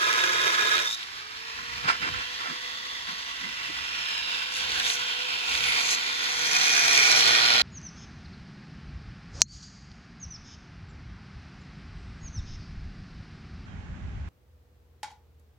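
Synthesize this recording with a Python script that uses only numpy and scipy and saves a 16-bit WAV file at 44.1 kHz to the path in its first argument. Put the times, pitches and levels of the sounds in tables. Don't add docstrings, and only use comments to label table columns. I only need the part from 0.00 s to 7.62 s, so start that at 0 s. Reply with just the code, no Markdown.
import sys
import numpy as np
from scipy import signal
from scipy.fft import rfft, irfft, next_fast_len
from scipy.io import wavfile
from scipy.ndimage import uniform_filter1d, map_coordinates

SR = 44100
rng = np.random.default_rng(int(sys.argv[2]) if len(sys.argv) > 2 else 0)


def to_wav(s):
    ch = np.atleast_2d(s).T
    pcm = np.round(np.clip(ch, -1, 1) * 32767)
    wavfile.write(sys.argv[1], SR, pcm.astype(np.int16))


N = 336042
TIME = np.arange(N) / SR
PADDED = next_fast_len(N + SR // 4, real=True)
HZ = np.fft.rfftfreq(PADDED, 1 / SR)
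GEAR_RATIO = .305
DIRECT_ONLY = np.array([[1], [0]])


# frequency in Hz, relative density in dB.
TUBE_SPECTRUM = [(40, -42), (120, -16), (280, -18.5), (400, -12.5), (780, -16.5), (1200, -1), (2500, 2),
                 (4300, 2), (5500, 1), (8500, -17), (11500, -18), (15000, -30.5)]
MUFFLER_SPECTRUM = [(40, -25), (130, -19.5), (220, -25.5), (450, -24), (1000, -7), (1600, -0.5), (3500, 5),
                    (5500, -1.5), (7000, -9.5), (8500, -14.5), (11500, -17), (15000, -37)]
# frequency in Hz, width in Hz, height over the grit in dB.
TUBE_RESONANCES = [(364.5, 16, 28), (448, 40, 22.5), (513, 15, 20), (620, 160, 20.5), (918, 20, 23.5),
                   (1019, 20, 25.5), (1052, 16, 22), (1252, 17, 26.5), (1292, 14, 22.5), (1330, 20, 18),
                   (1452, 20, 24), (1494, 18, 19.5), (1630, 18, 19.5), (1671, 18, 28.5), (1885, 41, 12),
                   (2075, 83, 12.5), (2450, 260, 11.5), (3350, 320, 8.5), (3726, 48, 17.5)]
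MUFFLER_RESONANCES = [(139, 10, 15), (332, 55, 23.5), (459.5, 14.6, 31.3), (634, 136, 17), (778, 12, 20.3),
                      (1211, 21, 18.5), (1460, 28, 6.8), (1861, 23, 13.7), (2240, 170, 10.7),
                      (2492, 59, 13.5), (4170, 150, 3), (6270, 450, 6.3), (7460, 200, 1.7),
                      (11030, 94, 5.6)]
# multiple of the disc rate, relative level in dB.
THRUST_HARMONICS = [(1, -29), (2, -32), (3, -29), (4, -34), (5, -17), (6, -26.5), (8, -20.5)]

def cut(angle, stroke, spectrum, modes, grind_db, hiss_db, thrust_db, split_hz=4800, skid_rad=0.41):
    grind, hiss, chatter_db = stroke
    steel = resonator(spectrum, modes)
    lowpass = 1 / (1 + (HZ / split_hz) ** 10)
    disc_angle = GEAR_RATIO * angle + skid_rad * wobble(30)
    force = contact_force(disc_angle, chatter_db)
    grinding = unit(filtered(grit(grain_db=0) * force, steel * lowpass))
    sparks = unit(filtered(grit(grain_db=2.5) * force, steel * (1 - lowpass)))
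    buzz = partials(disc_angle, THRUST_HARMONICS, flutter_db=3.7, flutter_rate=20)
    return grind * (amp(grind_db) * grinding + amp(thrust_db) * buzz) + hiss * amp(hiss_db) * sparks


# touch, lift-off, time to bite in and time to ease off
# in seconds, then relative levels of grinding, spark hiss and the flare at lift-off in dB.
TUBE_STROKES = [(-0.33, 0.96, 0.5, 0.22, -21.5, -32, -35.5)]
MUFFLER_STROKES = [(4.5, 4.66, .06, 0.094, -45, -37.5, -55),
                   (4.63, 4.972, 0.15, 0.072, -32.5, -39.5, -34.5),
                   (5.36, 5.965, 0.22, 0.032, -32, -37, -33), (6.03, 7.9, 1.02, .1, -20.5, -26.5, -60)]

def strokes(rows, kerf_after_s=1.05, sink_s=0.4, kerf_db=-5.5, trail_db=-10.5, trail_s=0.27):
    grind, hiss, chatter_db = np.zeros((3, N))
    parting_s = 0.019
    for touch, lift, bite, ease, grind_db, hiss_db, flare_db in rows:
        bitten = ramp((TIME - touch) / bite)
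        pressure = bitten * ramp((lift - TIME) / ease)
        sunk = ramp((TIME - touch - kerf_after_s) / sink_s)
        grind += pressure * amp(grind_db)
        flare = bell(lift - 0.046, 0.051) * ramp((lift - TIME) / parting_s)
        trail = amp(trail_db) * (TIME > lift - parting_s) * np.exp(-np.abs(TIME - lift) / trail_s)
        hiss += pressure ** 0.81 * amp(hiss_db + kerf_db * sunk) + amp(flare_db) * (flare + trail)
        chatter_db += (pressure > 0) * (.5 + 3.5 * (1 - bitten) + 2.5 * sunk)
    return grind, hiss, chatter_db


def contact_force(disc_angle, chatter_db, snag_share=.1, snag_db=6.5, rough_db=2.0, sway_db=0.83):
    high_spot = np.cos(disc_angle) + 0.28 * np.cos(2 * disc_angle)
    turn = np.abs(np.round(disc_angle / (2 * np.pi))).astype(int)
    snags = (rng.random(N)[turn] < snag_share) * np.exp(6 * (np.cos(disc_angle) - 1))
    force = amp(chatter_db * high_spot + snag_db * snags + rough_db * np.tanh(wobble(190)))
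    running_rms = np.sqrt(np.abs(uniform_filter1d(force ** 2, size=SR // 12)))
    return force / running_rms * amp(sway_db * wobble(30))


# peak time in seconds, level in dB,
# frequency and width in Hz, half-length in seconds, glide in Hz per second, pulsing in dB.
EDGE_SQUEALS = [(.69, -32, 3720, 110, .07, 700, 4), (.885, -30, 3660, 170, .03, 900, 6),
                (.935, -31, 3720, 230, .014, 0, 9), (.97, -43, 3720, 260, .05, 0, 5),
                (4.79, -35, 1560, 200, .047, 0, 4), (4.86, -33, 3600, 367, .025, 0, 6),
                (5.7, -29, 2270, 280, .056, 0, 4), (5.69, -47, 10750, 250, .04, 0, 8),
                (5.9, -34, 6400, 300, .04, -1500, 3), (6.555, -26.5, 2480, 110, .011, 0, 3),
                (6.72, -32, 2470, 110, .08, 0, 2), (6.79, -32, 1650, 160, .04, 0, 3),
                (6.8, -34, 5900, 300, .15, -1100, 3), (6.99, -26, 2370, 200, .12, 0, 2),
                (7.005, -23, 2320, 190, .03, 0, 3), (7.14, -26.5, 2380, 220, .025, 0, 4),
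                (7.12, -26.5, 4200, 260, .018, -400, 7), (7.24, -28.5, 4200, 300, .04, -400, 8),
                (7.42, -29.5, 4100, 260, .035, -600, 9), (7.57, -30.5, 4000, 260, .03, -600, 9),
                (7.388, -24, 3380, 120, .005, 0, 3), (7.3, -33, 3450, 180, .035, -400, 7),
                (7.59, -30, 3330, 160, .035, -400, 8)]
RUSH_BANDS = [(1.25, -49, 1230, 70, .09, 250, 1), (1.53, -46.5, 2580, 130, .08, 0, 1),
              (2.2, -41.5, 2660, 140, .09, 600, 1), (2.85, -43, 3450, 180, .2, 100, 1),
              (3.95, -41.5, 2490, 150, .13, 0, 1), (4.15, -45, 5180, 200, .15, -1300, 1),
              (4.24, -39, 2760, 170, .08, -500, 1), (4.3, -40, 3760, 330, .11, -900, 1),
              (5.1, -39, 3200, 200, .15, -200, 1), (5.35, -39.5, 2580, 160, .24, 0, 1),
              (6.2, -39, 3520, 180, .12, -700, 1)]

def singing(rows, angle):
    out = np.zeros((2, N))
    for s, db, hz, width_hz, length, glide, pulse_db in rows:
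        near = np.abs(TIME - s) < 4 * length
        t = TIME[near] - s
        lowpass = signal.butter(2, width_hz / 2, fs=SR, output="sos")
        waver = signal.sosfilt(lowpass, rng.standard_normal((2, 2, 2 * SR)))
        in_phase, quadrature = unit(waver)[..., -len(t):]
        phase = 2 * np.pi * (hz * t + glide * t ** 2 / 2)
        band = in_phase * np.cos(phase) + quadrature * np.sin(phase)
        pulses = unit(amp(pulse_db * np.cos(GEAR_RATIO * angle[near])))
        out[:, near] += amp(db) * bell(s, length)[near] * pulses * band
    return out


# start in seconds, relative level in dB.
RIM_CATCHES = [(.768, -20), (0.78, -19), (0.791, -21), (1.01, -34), (1.028, -31), (4.179, -26),
               (4.567, -26), (4.719, -22.5), (4.7992, -17.5), (4.866, -21), (4.9004, -18), (5.482, -26),
               (5.514, -24), (5.5512, -19.5), (5.6056, -21), (5.6391, -21), (5.722, -20), (5.7884, -25),
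               (5.89, -22), (6.949, -17), (7.109, -20), (7.128, -17.5), (7.208, -16.5), (7.224, -20),
               (7.277, -18)]
# frequency in Hz, relative density in dB.
CATCH_SPECTRUM = [(40, -43), (900, -17), (2000, -1.5), (4200, -1), (5200, -12), (8000, -14), (15000, -30)]
# frequency in Hz, width in Hz, height in dB.
EDGE_RESONANCES = [(2580, 300, 4), (3350, 200, 5), (3760, 660, 7)]

def catches(gain_db=2, decay_s=0.0027):
    bursts, t = np.zeros(N + SR), TIME[:SR // 32]
    for s, db in RIM_CATCHES:
        bursts[round(s * SR):][:len(t)] += amp(db) * np.exp(-t / decay_s)
    edge = resonator(CATCH_SPECTRUM, EDGE_RESONANCES)
    edge /= np.sqrt(np.mean(np.abs(edge) ** 2))
    return amp(gain_db) * filtered(bursts[:N] * rng.standard_normal((2, N)), edge)


# time in seconds, relative level in dB.
MOTOR_LEVEL = [(1.05, -42.5), (1.3, -42.5), (1.46, -40.5), (2.08, -38), (2.84, -38), (3.44, -38.5),
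               (4.02, -35.5), (4.69, -34), (5.47, -34), (5.68, -31), (5.78, -30.5), (5.93, -32.5),
               (6.2, -32.5)]
# frequency in Hz, relative density in dB.
FAN_SPECTRUM = [(40, -20.5), (130, -20.5), (250, -13.5), (400, -12.5), (700, -11.5), (1100, -0.5),
                (2000, 2), (3000, 1), (4300, -3), (5200, -7), (7000, -15.5), (8800, -24), (11500, -23.5),
                (15000, -38)]
# frequency in Hz, width in Hz, height over the rush in dB.
CASING_RESONANCE = [(5220, 200, 2)]
# multiple of the shaft rate, relative level in dB.
SHAFT_ORDERS = [(.8, -40), (1, -26), (2, -28.5), (3, -20), (15, -40), (31, -40)]
# time in seconds, gain in dB.
DIRECTIVITY = [(1, 1), (1.5, 4.5), (2.2, 6), (3.1, -1.5), (3.8, -10), (4.4, 1.5), (4.9, 4.5), (6, -0.5),
               (6.85, 7), (7.62, 2)]

def motor(angle, load, rush_db=3, whine_db=3, strain_db=0.5, mains_hz=50):
    ripple_db = 0.55 * np.cos(2 * np.pi * 2 * mains_hz * TIME)
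    rattle = amp(0.86 * wobble(220) + 0.1 * np.cos(GEAR_RATIO * angle) + ripple_db + 0.83 * wobble(20.94))
    rush = unit(filtered(grit(grain_db=0.5) * rattle, resonator(FAN_SPECTRUM, CASING_RESONANCE)))
    whine = partials(angle, SHAFT_ORDERS, flutter_db=2, flutter_rate=12)
    level = amp(curves(MOTOR_LEVEL)[0] + strain_db * load)
    return level * (amp(rush_db) * rush + amp(whine_db + curves(DIRECTIVITY)[0]) * whine)


# time in seconds, shaft turns per second.
SHAFT_SPEED = [(0, 386), (.3, 347), (.6, 440), (.98, 355), (1.15, 410), (1.42, 451), (1.75, 478),
               (2.35, 501), (3.2, 509), (4.72, 509), (4.9, 484), (5, 493), (5.45, 504), (5.94, 488),
               (6.25, 496), (6.6, 487), (6.98, 434), (7.25, 386)]

def shaft_angle(waver=0.00083):
    speed = curves(SHAFT_SPEED)[0] * (1 + waver * wobble(14))
    return 2 * np.pi * np.cumsum(speed) / SR


# start in seconds, length in seconds, level in dB.
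SHOVES = [(1.833, .12, -31.5), (1.872, 0.033, -22), (2.009, 0.081, -31), (2.122, 0.1, -38),
          (2.38, 0.13, -35.5), (3.06, 0.039, -37.5)]
# frequency in Hz, relative density in dB.
SCRAPE_SPECTRUM = [(40, -23), (150, -17), (500, -8.5), (900, -3.5), (1400, 2), (2400, -5), (4000, -8.5),
                   (7000, -20.5), (12000, -35), (15000, -48)]
# frequency in Hz, width in Hz, height over the scrape in dB.
PIPE_RESONANCES = [(1040, 21, 8), (1356, 54, 9.5), (1533, 49, 7), (1770, 56, 3), (2050, 31, 11),
                   (2320, 58, 10), (2700, 36, 8), (3140, 29, -1), (5000, 110, 14)]

def dragging(attack_s=.017, release_s=.01, slip_db=1.3):
    shoves = np.zeros(N)
    for s, length, db in SHOVES:
        release = np.exp(-np.maximum(TIME - s - length, 0) / release_s)
        shoves += amp(db) * ramp((TIME - s) / attack_s) * release
    slips = grit(grain_db=-3.0) * amp(slip_db * wobble(260))
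    return shoves * unit(filtered(slips, resonator(SCRAPE_SPECTRUM, PIPE_RESONANCES)))


# start in seconds, level in dB, centre of the ring in Hz.
PIPE_KNOCKS = [(1.586, -37, 1390), (2.031, -28, 2300), (2.139, -33.5, 1400), (2.201, -40, 1800),
               (3.085, -34, 1550), (3.4375, -32, 2000)]

def clinks(spread_hz=450, attack_s=0.0017):
    out, t = np.zeros((2, N + SR)), TIME[:SR // 4]
    for s, db, centre_hz in PIPE_KNOCKS:
        for hz, width, _ in PIPE_RESONANCES:
            envelope = np.exp(-np.pi * width * t / 2) * ramp(t / attack_s)
            ring = np.sin(2 * np.pi * (hz * t + rng.random((2, 1)))) * envelope
            out[:, round(s * SR):][:, :len(t)] += amp(db) * ring / (1 + ((hz - centre_hz) / spread_hz) ** 2)
    return out[:, :N]


# peak time in seconds, level in dB, frequency and width in Hz, half-length in seconds.
SOFT_BUMPS = [(1.62, -53, 225, 231, 0.027), (1.775, -55, 110, 110, 0.027), (1.86, -40.5, 179, 166.5, 0.018),
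              (2.06, -40.5, 210, 320, 0.033), (2.135, -42, 98, 70, 0.024), (2.515, -41, 208, 170, 0.017),
              (3.11, -51, 201, 130, 0.035), (3.46, -46, 205, 170, 0.037), (3.7, -37, 290, 220, 0.008),
              (5.65, -51, 118, 70, 0.043)]

def bumps():
    out = np.zeros((2, N))
    for s, db, hz, width_hz, length in SOFT_BUMPS:
        near = np.abs(TIME - s) < 4 * length
        upper_hz = hz + width_hz / 2
        band = signal.butter(2, [hz * hz / upper_hz, upper_hz], "band", fs=SR, output="sos")
        noise = unit(signal.sosfilt(band, rng.standard_normal((2, SR))))[:, -near.sum():]
        out[:, near] += noise * amp(db) * bell(s, length)[near]
    return out


# frequency in Hz, relative density in dB.
WIND_SPECTRUM = [(20, -40), (32, -2), (48, -0.5), (70, 3), (130, -6.5), (250, -12), (600, -43),
                 (2000, -100)]
# peak time in seconds, relative level in dB, half-length in seconds.
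PUFFS = [(1.796, -51, 0.14), (2.146, -53, 0.094), (3.837, -56, 0.17), (4.755, -54.5, 0.12),
         (5.64, -49, 0.086)]

def breeze(gain_db=-2, calm_db=-60, lumps_db=2):
    rumble = unit(filtered(rng.standard_normal((2, N)), amp(over_frequency(WIND_SPECTRUM))))
    air = amp(calm_db) + sum(amp(db) * bell(s, length) for s, db, length in PUFFS)
    return rumble * air * amp(gain_db + lumps_db * wobble(16))


def yard(x, near_db=-11, near_decay_s=0.01, far_db=-19, far_decay_s=0.038):
    t = TIME[:SR // 5]
    decays = np.exp(-t / np.array([[near_decay_s], [far_decay_s]])) * (t > .002)
    tails = rng.standard_normal((2, len(t))) * decays
    tail = amp([near_db, far_db]) @ (tails / np.linalg.norm(tails, axis=1, keepdims=True))
    return x + filtered(x, rfft(tail, PADDED))


# time in seconds, floor and wall lags in milliseconds, floor and wall strengths as factors.
REFLECTION_PATHS = [(1.0, 1.982, 1.663, 0.6, 0.4), (1.3, 1.764, 1.416, 0.14, 0.5),
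                    (1.6, 1.401, 1.228, 0.4, 0.82), (2.0, 1.001, 1.338, 1.17, 0.55),
                    (2.4, 0.877, 1.2, 0.86, 0.9), (2.8, 0.84, 1.175, 0.7, 1.15),
                    (3.2, 0.909, 1.188, 1.01, 1.15), (3.6, 1.095, 1.166, 0.8, 0.53),
                    (3.95, 1.036, 1.238, 1.54, 0.87), (4.3, 1.103, 1.463, 1.14, 1.09),
                    (4.7, 0.991, 1.569, 0.73, 0.77), (5.2, 1.01, 1.647, 1.16, 0.94),
                    (5.7, 1.166, 1.592, 0.74, 1.13), (6.05, 1.498, 1.656, 0.78, 1.26),
                    (6.4, 1.705, 1.662, 1.02, 0.96), (6.8, 1.774, 1.593, 1.04, 0.91),
                    (7.2, 1.858, 1.613, 1.41, 1.3), (7.62, 1.955, 1.659, 1.4, 1.53)]
# cycles in one lag, half-width in Hz, left and right gains in dB at strength 1.
FLOOR_FRINGES = [(1.28, 147, -2.9, -2.9), (1.49, 150, 1.7, 3.4), (1.77, 103, -1.9, -0.9),
                 (2.94, 280, 2.4, 5.4), (3.69, 236, 2.3, 1.2), (4.91, 189, -1.1, -2.2),
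                 (5.59, 201, 2.8, 1.2), (7.44, 154, 1.9, 1.1), (8.81, 332, 1.2, 3.0),
                 (10.35, 252, 5.5, 5.3)]
WALL_FRINGES = [(1.33, 64, 2.4, 2.4), (1.98, 82, -4.7, -3.1), (2.38, 99, 3.6, 4.1), (2.75, 183, -3.5, -6.3),
                (3.7, 223, -1.4, -3.9), (4.0, 92, 2.0, 2.4), (4.71, 173, -1.5, -1.6), (5.48, 240, 2.0, 1.6),
                (6.45, 134, -1.9, -4.6), (6.83, 293, 3.0, 4.9), (7.76, 106, 2.0, 0.8),
                (10.07, 191, -1.1, -1.9)]

def reflections(x, scatter_hz=8500):
    hz, t, spectra = signal.stft(x, SR, nperseg=1024)
    lift_db = np.zeros(spectra.shape)
    floor_ms, wall_ms, off_floor, off_wall = (np.interp(t, TIME, c) for c in curves(REFLECTION_PATHS))
    for lag_ms, strength, bands in ((floor_ms, off_floor, FLOOR_FRINGES), (wall_ms, off_wall, WALL_FRINGES)):
        spacing_hz = 1000 / lag_ms
        for cycles, width, *sides_db in bands:
            fringe = np.exp(-.5 * ((hz[:, None] - cycles * spacing_hz) / width) ** 2)
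            lift_db += np.multiply.outer(sides_db, strength * fringe)
    lift_db /= 1 + (hz[:, None] / scatter_hz) ** 10
    return signal.istft(spectra * amp(lift_db), SR, nperseg=1024)[1][:, :N]


# frequency in Hz, coherence before clipping to 0-1.
COHERENCE = [(50, 0.1), (200, 0.45), (600, 2), (1100, 1.2), (2000, 0.12), (3000, 0.01), (5500, 0.73),
             (8000, 0.34), (9300, 1), (15000, -0.2)]
# frequency in Hz, left minus right in dB.
BALANCE = [(100, 1), (320, -11), (600, -2), (950, 1.5), (1500, -4.5), (2500, -4), (3400, -0.5), (4300, -3),
           (6200, -0.5), (15000, 0)]
# frequency in Hz, further lead of the left channel in radians.
HOUSING_PHASE = [(20, 0.17), (80, -2.1), (430, 1.37), (1050, 0.2), (2000, 0.71), (2600, 0.6), (3500, 0.55),
                 (5000, 0.59)]

def microphones(x, right_lag_ms=0.2633):
    alike = np.clip(over_frequency(COHERENCE), 0, .999)
    direct, scattered = filtered(x, np.sqrt([(1 + alike) / 2, (1 - alike) / 2]))
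    sides = np.array([[1], [-1]])
    gain = amp(sides * over_frequency(BALANCE) / 2)
    gain /= np.sqrt(np.mean(gain ** 2, axis=0))
    lead = 2 * np.pi * HZ * right_lag_ms / 1000 + over_frequency(HOUSING_PHASE)
    return filtered(direct + sides * scattered, gain * np.exp(.5j * sides * lead))


def resonator(spectrum, modes):
    peaks = 1 + sum(amp(db) ** 2 / (1 + (2 * (HZ - hz) / width) ** 2) for hz, width, db in modes)
    gain = amp(over_frequency(spectrum)) * np.sqrt(peaks)
    cepstrum = irfft(np.log(np.maximum(gain, 1e-6)), PADDED)
    cepstrum[1:PADDED // 2] *= 2
    cepstrum[PADDED // 2 + 1:] = 0
    return np.exp(rfft(cepstrum))


def partials(angle, orders, flutter_db, flutter_rate):
    return DIRECT_ONLY * sum(amp(db + flutter_db * wobble(flutter_rate)) * np.sqrt(2) * np.sin(order * angle)
                             for order, db in orders)


def grit(grain_db):
    return unit(rng.standard_normal((2, N)) * amp(grain_db * wobble(1500)))


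def amp(db):
    return 10 ** (np.asarray(db) / 20)


def unit(x):
    return x / np.sqrt(np.mean(x ** 2) + 1e-20)


def over_frequency(points):
    hz, value = np.transpose(points)
    return np.interp(np.log(HZ + 1), np.log(hz + 1), value)


def curves(rows):
    s, *columns = np.transpose(rows)
    return [np.interp(TIME, s, c) for c in columns]


def wobble(rate):
    return map_coordinates(rng.standard_normal(int(N * rate / SR) + 4), [TIME * rate])


def filtered(x, response):
    return irfft(rfft(x, PADDED) * response, PADDED)[..., :N]


def ramp(u):
    return np.sin(np.pi / 2 * np.clip(u, 0, 1)) ** 2


def bell(s, length):
    return np.exp(-.5 * ((TIME - s) / length) ** 2)


def scene():
    angle = shaft_angle()
    on_tube, on_muffler = strokes(TUBE_STROKES), strokes(MUFFLER_STROKES)
    load = on_tube[0] + on_muffler[0]
    tube = cut(angle, on_tube, TUBE_SPECTRUM, TUBE_RESONANCES, grind_db=-1.5, hiss_db=-1.5, thrust_db=-10)
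    muffler = cut(angle, on_muffler, MUFFLER_SPECTRUM, MUFFLER_RESONANCES,
                  grind_db=-2, hiss_db=-0.5, thrust_db=-5)
    tool = reflections(microphones(yard(motor(angle, load / load.max()) + muffler)))
    pipe = yard(tube + singing(EDGE_SQUEALS + RUSH_BANDS, angle) + catches() + dragging() + clinks())
    return tool + microphones(pipe + bumps() + breeze())


def record(dry, low_hz=40, top_hz=15850):
    return filtered(dry, (HZ < top_hz) * HZ ** 4 / np.sqrt(HZ ** 8 + low_hz ** 8))


dry = scene()
out = record(dry)
to_wav(out)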